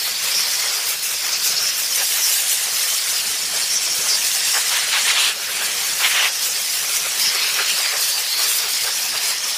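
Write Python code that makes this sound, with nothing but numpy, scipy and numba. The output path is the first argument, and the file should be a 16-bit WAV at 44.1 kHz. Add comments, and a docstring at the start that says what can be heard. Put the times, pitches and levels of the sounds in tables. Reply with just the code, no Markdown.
"""A steam cleaner jets wet steam over a fan's wire grille, close up in a small room; mono.
From the start the jet hisses, crackles with droplets and rings near 5 kHz at the wires, over a faint
draught; a nearby surface colours it as the nozzle moves. From 0.3 s wire edges squeal now and then;
from 1.3 s larger drops crack. At 4.5-6.3 s hollows of the fan roar in quick gusts. Squeals crowd in
at 7.2-8.5 s, and the jet buffets the housing hardest at 8.4-9.2 s."""
import sys
import numpy as np
from scipy import signal
from scipy.fft import rfft, irfft, next_fast_len
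from scipy.io import wavfile
from scipy.ndimage import map_coordinates
from numba import njit

SR = 44100
rng = np.random.default_rng(int(sys.argv[2]) if len(sys.argv) > 2 else 0)


def master(y):
    """Save y as 16-bit WAV."""
    cut = np.clip(np.atleast_2d(y).T, -1, 1)
    pcm = np.round(cut * 32767)  # scale
    wavfile.write(sys.argv[1], SR, pcm.astype(np.int16))


N = 422037
TIME = np.arange(N) / SR


def undb(db):
    """Decibels to gain."""
    return 10 ** (np.asarray(db) / 20)


def unit(x):
    """Scale to rms 1."""
    return x / np.sqrt(np.mean(x ** 2))


def curves(table):
    """Rows of (time_s, values...) to one linearly interpolated curve per value."""
    time_s, *columns = np.transpose(table)
    return [np.interp(TIME, time_s, column) for column in columns]


def walk(rate_hz):
    """Random drift, rms 1, with rate_hz new values a second."""
    steps = rng.standard_normal(N // 8)
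    return unit(np.interp(TIME * rate_hz, np.arange(len(steps)), steps))


def gate(t, start_s, end_s, rise_s, fall_s):
    """Soft-edged on/off window."""
    return (1 + np.tanh((t - start_s) / rise_s)) * (1 - np.tanh((t - end_s) / fall_s)) / 4


def around(start_s, end_s):
    """Sample mask of an event and its edges."""
    return (TIME > start_s - .05) & (TIME < end_s + .08)


def swells(table, rise_s, fall_s):
    """Level offset in dB, zero between events."""
    offset_db = np.zeros(N)
    for start_s, end_s, change_db in table:
        span = around(start_s, end_s)
        offset_db[span] += change_db * gate(TIME[span], start_s, end_s, rise_s, fall_s)
    return offset_db


def colour(x, spectrum):
    """Filter by (freq_hz, gain_db) points, rolling off past the ends; rms 1."""
    hz, db = np.transpose(spectrum)
    size = next_fast_len(N)
    log_hz = np.log(np.fft.rfftfreq(size, 1 / SR) + 1)
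    outside = np.abs(log_hz - np.clip(log_hz, np.log(hz[0]), np.log(hz[-1])))
    gain = undb(np.interp(log_hz, np.log(hz), db)) * np.exp(-2 * outside)
    return unit(irfft(rfft(x, size) * gain, size)[:N])


def band_pass(x, low_hz, high_hz):
    """Keep one band; rms 1."""
    sos = signal.butter(2, (low_hz, high_hz), "band", fs=SR, output="sos")
    return unit(signal.sosfilt(sos, x))


@njit
def resonate(x, centre_hz, width_hz):
    """State-variable band-pass; gain 1 at its moving centre."""
    y = np.empty(len(x))
    band_state, low_state = 0., 0.
    for i in range(len(x)):
        g = np.tan(np.pi * centre_hz[i] / SR)
        damping = width_hz / centre_hz[i]
        band = (band_state + g * (x[i] - low_state)) / (1 + g * (g + damping))
        band_state = 2 * band - band_state
        low_state += 2 * g * band
        y[i] = damping * band
    return y


def eddies(x, band_hz, depth_db):
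    """Eddies of some 20 ms swell and fade narrow bands independently; rms 1."""
    hz, frames_s, cells = signal.stft(x, SR, nperseg=1024, noverlap=768)
    chance = rng.standard_normal(cells.shape)
    grid = np.meshgrid(hz / band_hz, np.arange(len(frames_s)) / 3, indexing="ij")
    swell = unit(map_coordinates(chance, grid, order=1, mode="mirror"))
    cells *= undb(depth_db * np.clip(swell, -2, 2))
    return unit(signal.istft(cells, SR, nperseg=1024, noverlap=768)[1][:N])


def spray(drops_per_s, drops_db):
    """Turbulent gas with droplets: many tiny impacts, a few larger."""
    sizes = undb(np.minimum(5 * rng.standard_exponential(N), 13))
    hits = rng.random(N) < drops_per_s / SR
    drops = hits * sizes * np.sign(rng.standard_normal(N))
    return unit(rng.standard_normal(N) + undb(drops_db) * unit(drops))


def draught():
    """Moving air rumbles softly and unevenly."""
    # draught strength: time_s, level_db
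    strength = [(0, -54), (.45, -53), (.77, -57.5), (1.25, -53), (1.47, -49.5), (1.75, -54), (3.06, -58),
                (3.2, -49.5), (4.05, -51.5), (4.4, -53.5), (5.2, -55), (5.55, -49.5), (5.87, -49.5),
                (6.1, -56), (7.3, -53.5), (8.25, -58.5), (9.15, -53.5), (9.57, -58)]
    # rumble spectrum: freq_hz, gain_db
    spectrum = [(18, -30), (30, -14), (45, -2.5), (100, -0.5), (190, 3.5), (290, 0.5), (400, 0), (800, -4)]
    level_db, = curves(strength)
    air = eddies(colour(rng.standard_normal(N), spectrum), band_hz=69, depth_db=3.5)
    return air * undb(level_db + 2.7 + 1.35 * walk(24))


def room(x, t60_s=0.15, tail_db=-20):
    """The walls add a short diffuse tail."""
    t = TIME[:SR // 2]
    tail = rng.standard_normal(len(t)) * np.exp(-np.log(1000) * t / t60_s) * (t > .004)
    return x + undb(tail_db) * signal.fftconvolve(x, tail / np.linalg.norm(tail))[:N]


def near_surface(x, lag_s=0.000912, sway=0.14):
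    """One close reflection whose path moves with the hand: a sweeping comb."""
    # reflection, stronger with the nozzle among the bars: time_s, echo_db
    closeness = [(0, -15.5), (7.1, -18.5), (7.4, -13), (9.57, -16.5)]
    echo_db, = curves(closeness)
    lag_samples = lag_s * SR * np.exp(sway * walk(4))
    echo = map_coordinates(x, [np.arange(N) - lag_samples], order=3)
    return (x + undb(echo_db) * echo) / np.hypot(1, undb(echo_db))


def spits(decay_s=0.0039):
    """Drops burst on the wires with short bright cracks."""
    # larger drops from the nozzle: start_s, level_db
    drops = [(1.328, -29), (1.687, -24), (4.267, -19), (4.693, -19), (6.394, -23), (7.197, -19),
             (7.348, -18), (8.586, -22)]
    envelope = np.zeros(N)
    for start_s, level_db in drops:
        age_s = TIME - start_s
        envelope += undb(level_db + 4.5) * (age_s >= 0) * np.exp(-np.abs(age_s) / decay_s)
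    return envelope * unit(resonate(rng.standard_normal(N), np.full(N, 5200.), width_hz=4500.))


def squeals(base_width_hz=330., wander=.016, flutter_db=1.6):
    """Narrow unsteady edge tones glide as the nozzle slides past wires."""
    # jet on a wire edge: start_s, end_s, first_hz, last_hz, level_db
    glides = [(0.343, 0.436, 5460, 5400, -20.5), (1.627, 1.7, 5650, 5170, -23.5),
              (2.225, 2.302, 5530, 5550, -21), (3.138, 3.2, 4900, 4850, -22), (3.54, 3.58, 4900, 5000, -26),
              (3.697, 3.777, 5250, 6050, -23.5), (4.082, 4.169, 5350, 4760, -18.5),
              (4.513, 4.586, 5200, 5300, -24.5), (7.204, 7.31, 5100, 5330, -20),
              (7.298, 7.45, 4630, 4200, -30), (7.666, 7.73, 2900, 2800, -26.5),
              (7.75, 7.93, 4670, 4970, -29), (8.09, 8.193, 4700, 4700, -28), (8.24, 8.48, 4420, 4250, -31)]
    out = np.zeros(N)
    steam = rng.standard_normal(N)
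    waver = 1 + wander * walk(60)
    for start_s, end_s, first_hz, last_hz, level_db in glides:
        span = around(start_s, end_s)
        pitch_hz = np.interp(TIME[span], (start_s, end_s), (first_hz, last_hz)) * waver[span]
        # harder blow: more turbulence, broader tone
        width_hz = base_width_hz * np.exp(0.086 * max(level_db + 28, 0))
        tone = resonate(resonate(steam[span], pitch_hz, width_hz), pitch_hz, 2 * width_hz)
        envelope = gate(TIME[span], start_s, end_s, rise_s=0.0086, fall_s=0.013)
        out[span] += unit(tone) * undb(level_db) * envelope
    return out * undb(flutter_db * walk(35))


def gusts(throat_hz=(860., 1800.), throat_db=-10.5):
    """Each hollow roars in its own band; deep ones also sound the housing's throat."""
    # jet straight into a hollow of the fan: start_s, end_s, low_hz, high_hz, level_db
    hollows = [(1.318, 1.363, 4520, 6370, -21), (1.443, 1.51, 5600, 7100, -23),
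               (4.542, 4.592, 905, 2300, -22), (4.71, 4.8, 1390, 4370, -22),
               (4.915, 5.004, 1400, 4200, -20), (5.075, 5.122, 1770, 4440, -17),
               (5.155, 5.301, 2500, 4200, -19.5), (5.999, 6.036, 800, 2900, -22),
               (6.037, 6.079, 1950, 3600, -14.5), (6.097, 6.14, 1880, 3400, -20.5),
               (6.143, 6.285, 1790, 3470, -18.5), (7.576, 7.636, 1200, 2380, -25),
               (7.834, 7.97, 1800, 2490, -29.5)]
    out = np.zeros(N)
    steam = eddies(spray(drops_per_s=400, drops_db=-19), band_hz=120, depth_db=1.8)
    for start_s, end_s, low_hz, high_hz, level_db in hollows:
        span = around(start_s, end_s)
        roar = band_pass(np.roll(steam, rng.integers(N))[span], low_hz, high_hz)
        throat = band_pass(np.roll(steam, rng.integers(N))[span], *throat_hz)
        deep = low_hz < 3000
        envelope = gate(TIME[span], start_s, end_s, rise_s=0.008, fall_s=0.02)
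        out[span] += (roar + deep * undb(throat_db) * throat) * undb(level_db) * envelope
    return out * undb(0.5 * walk(60))


def grille_and_housing(waver_db=0.64):
    """Steam rushes through the grille and roars in the housing, harder at each buffet."""
    # how squarely the jet meets the grille: time_s, level_db
    aim = [(0, -29), (.3, -25.5), (.7, -30), (.9, -29.5), (2.4, -29.5), (3.35, -30), (3.9, -31), (4.9, -26),
           (5.28, -23.5), (5.36, -30), (5.7, -25.5), (5.95, -28.5), (6.4, -30.5), (7.1, -27.5), (7.45, -23),
           (8.05, -30), (9.25, -28.5), (9.57, -30)]
    # jet hits the housing between the bars (+) or slides off (-): start_s, end_s, change_db
    buffets = [(.05, .1, 4), (.12, .22, -8), (.629, .723, 5.5), (.96, 1.08, -5), (1.15, 1.23, -5),
               (1.24, 1.327, 5), (1.452, 1.512, 4.5), (1.72, 1.94, -5), (1.961, 2.04, 5.5),
               (2.045, 2.1, -14), (2.115, 2.215, 4.5), (3.527, 3.617, 6.5), (4.011, 4.081, 5.5),
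               (4.535, 4.595, 6), (4.919, 4.989, 5.5), (5.49, 5.53, 6), (5.597, 5.647, 6), (5.986, 6.04, 1),
               (6.19, 6.296, 3.5), (6.63, 6.74, -5), (7.03, 7.08, 3), (7.568, 7.653, 5),
               (7.757, 7.817, 6.5), (7.85, 7.977, 5.5), (8.137, 8.241, 5.5), (8.381, 8.451, 9),
               (8.6, 8.705, 6), (8.845, 8.9, 9.5), (9.144, 9.189, 10), (9.25, 9.34, 3)]
    # grille spectrum: freq_hz, gain_db
    grille = [(700, -7.5), (1300, -7), (1800, 1), (2700, 2), (3300, 0.5), (3900, -1.5), (4500, 0.5),
              (6000, -55)]
    # housing spectrum: freq_hz, gain_db
    housing = [(200, -39), (340, -18), (410, -1), (560, -1), (720, -1.5), (920, -5), (1300, 0.5), (1700, 0),
               (2600, -36)]
    aim_db, = curves(aim)
    buffet_db = swells(buffets, rise_s=.01, fall_s=.015) + waver_db * walk(15)
    rush_db = aim_db + 0.28 * buffet_db
    roar_db = -39.5 + 0.2 * (aim_db - aim_db.mean()) + buffet_db
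    rush = colour(spray(drops_per_s=400, drops_db=-7.5), grille)
    rush = eddies(rush, band_hz=139.1, depth_db=2.5)
    roar = colour(spray(drops_per_s=210, drops_db=-8.5), housing)
    roar = eddies(roar, band_hz=86.3, depth_db=2)
    return rush * undb(rush_db + walk(35)) + roar * undb(roar_db + 2.3 * walk(45))


def wire_ring(centre_hz, width_hz=1330., wander=0.055, flutter_db=1.33):
    """The jet breaks on the wires in a narrow band that wavers and flutters."""
    wavering_hz = np.clip(centre_hz * (1 + wander * walk(35)), 2000, 9000)
    steam = spray(drops_per_s=500, drops_db=-5)
    ring = resonate(resonate(steam, wavering_hz, width_hz), wavering_hz, 2 * width_hz)
    ring = unit(ring * undb(flutter_db * walk(70)))
    return eddies(ring, band_hz=130.6, depth_db=2.5)


def jet(tremor_db=0.92, tremor_hz=20, bore_hz=5320., bore_db=-22):
    """Ring, hiss and mist of one sputtering flow; flicks and hand tremor turn the hiss and mist."""
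    # wire ring under the jet: time_s, level_db, centre_hz
    ring_track = [(0, -27.5, 4900), (.55, -23.5, 5000), (1.0, -30, 5370), (1.4, -24.5, 5270),
                  (1.95, -24, 5500), (2.5, -34.5, 5500), (2.7, -27, 5350), (3.4, -27.5, 5130),
                  (4.15, -25.5, 5650), (4.95, -27.5, 5430), (5.45, -32.5, 5260), (6.15, -26.5, 5500),
                  (6.45, -28, 5400), (7.1, -28, 5500), (7.65, -25.5, 5130), (8.3, -26, 4900),
                  (9.57, -26.5, 5300)]
    # spray as the nozzle moves over the fan: time_s, hiss_db, mist_db
    spray_track = [(0, -31, -31), (.59, -27.5, -29), (1.01, -29, -30), (1.54, -29.5, -30.5),
                   (1.84, -27.5, -27), (2.35, -24, -26), (2.6, -25, -30), (2.98, -26.5, -29),
                   (3.3, -28, -35), (3.9, -26, -35.5), (4.24, -25.5, -29.5), (5.25, -25.5, -38),
                   (5.35, -30.5, -32), (5.52, -29.5, -34), (5.73, -28, -34), (6.16, -28.5, -32),
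                   (8.8, -27.5, -30), (9.57, -30, -36)]
    # spray flicked toward (+) or away from (-) the listener: start_s, end_s, change_db
    flicks = [(.135, .224, -2.5), (.943, 1.033, -5), (1.147, 1.222, -3), (1.337, 1.407, -2.5),
              (1.44, 1.507, 5), (1.532, 1.606, -3.5), (1.706, 1.771, -5.5), (1.786, 1.866, 1),
              (1.871, 1.946, -4), (2.464, 2.544, 3.5), (2.878, 2.978, 2.5), (3.846, 3.951, -5.5),
              (5.198, 5.303, 2), (5.313, 5.488, -3.5), (5.622, 5.677, 2), (6, 6.18, 3), (6.3, 6.39, -1.5),
              (6.41, 6.48, 5), (6.889, 6.979, 5.5), (7.184, 7.244, 3.5), (8.007, 8.117, 3.5),
              (8.486, 8.585, 3.5), (8.6, 8.685, -6), (9.064, 9.164, -3), (9.224, 9.309, 5),
              (9.34, 9.43, -6)]
    # steam hiss spectrum: freq_hz, gain_db
    hiss_spectrum = [(3000, 0), (4300, -0.5), (6000, 2), (7000, 3.5), (8100, 1.5), (9800, 1.5),
                     (11000, -2.5), (12500, -17), (15000, -14)]
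    # fine mist spectrum: freq_hz, gain_db
    mist_spectrum = [(8000, -23), (10500, -13.5), (11700, -1), (12600, 0), (13600, -3.5), (15000, -3.5),
                     (16000, 0.5)]
    ring_db, ring_hz = curves(ring_track)
    hiss_db, mist_db = curves(spray_track)
    turn_db = swells(flicks, rise_s=.007, fall_s=.007) + tremor_db * walk(tremor_hz)
    steam = eddies(spray(drops_per_s=880, drops_db=-8.5), band_hz=172.7, depth_db=3.14)
    bore = unit(resonate(steam, np.full(N, bore_hz), width_hz=170.))  # nozzle resonance
    ring = (wire_ring(ring_hz) + undb(bore_db) * bore) * undb(ring_db + 0.63 * walk(14))
    # hiss is less directional than mist
    hiss = colour(steam, hiss_spectrum) * undb(hiss_db + 3 + 0.72 * turn_db)
    mist = colour(steam, mist_spectrum) * undb(mist_db + 1 + turn_db + 1.5 * walk(25))
    flow = ring + (hiss + mist) * undb(.9 * walk(30))
    sputter_db = .4 * walk(300)
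    return flow * undb(sputter_db)


def scene():
    """Steam in the room plus draught; identical channels."""
    steam = near_surface(jet() + grille_and_housing()) + gusts() + spits() + squeals()
    mono = room(steam) + draught()
    return np.array([mono, mono])


def record(dry, cutoff_hz=15350):
    """Steep zero-phase low-pass."""
    return signal.sosfiltfilt(signal.ellip(10, .1, 60, cutoff_hz, fs=SR, output="sos"), dry)


dry = scene()
out = record(dry)
master(out)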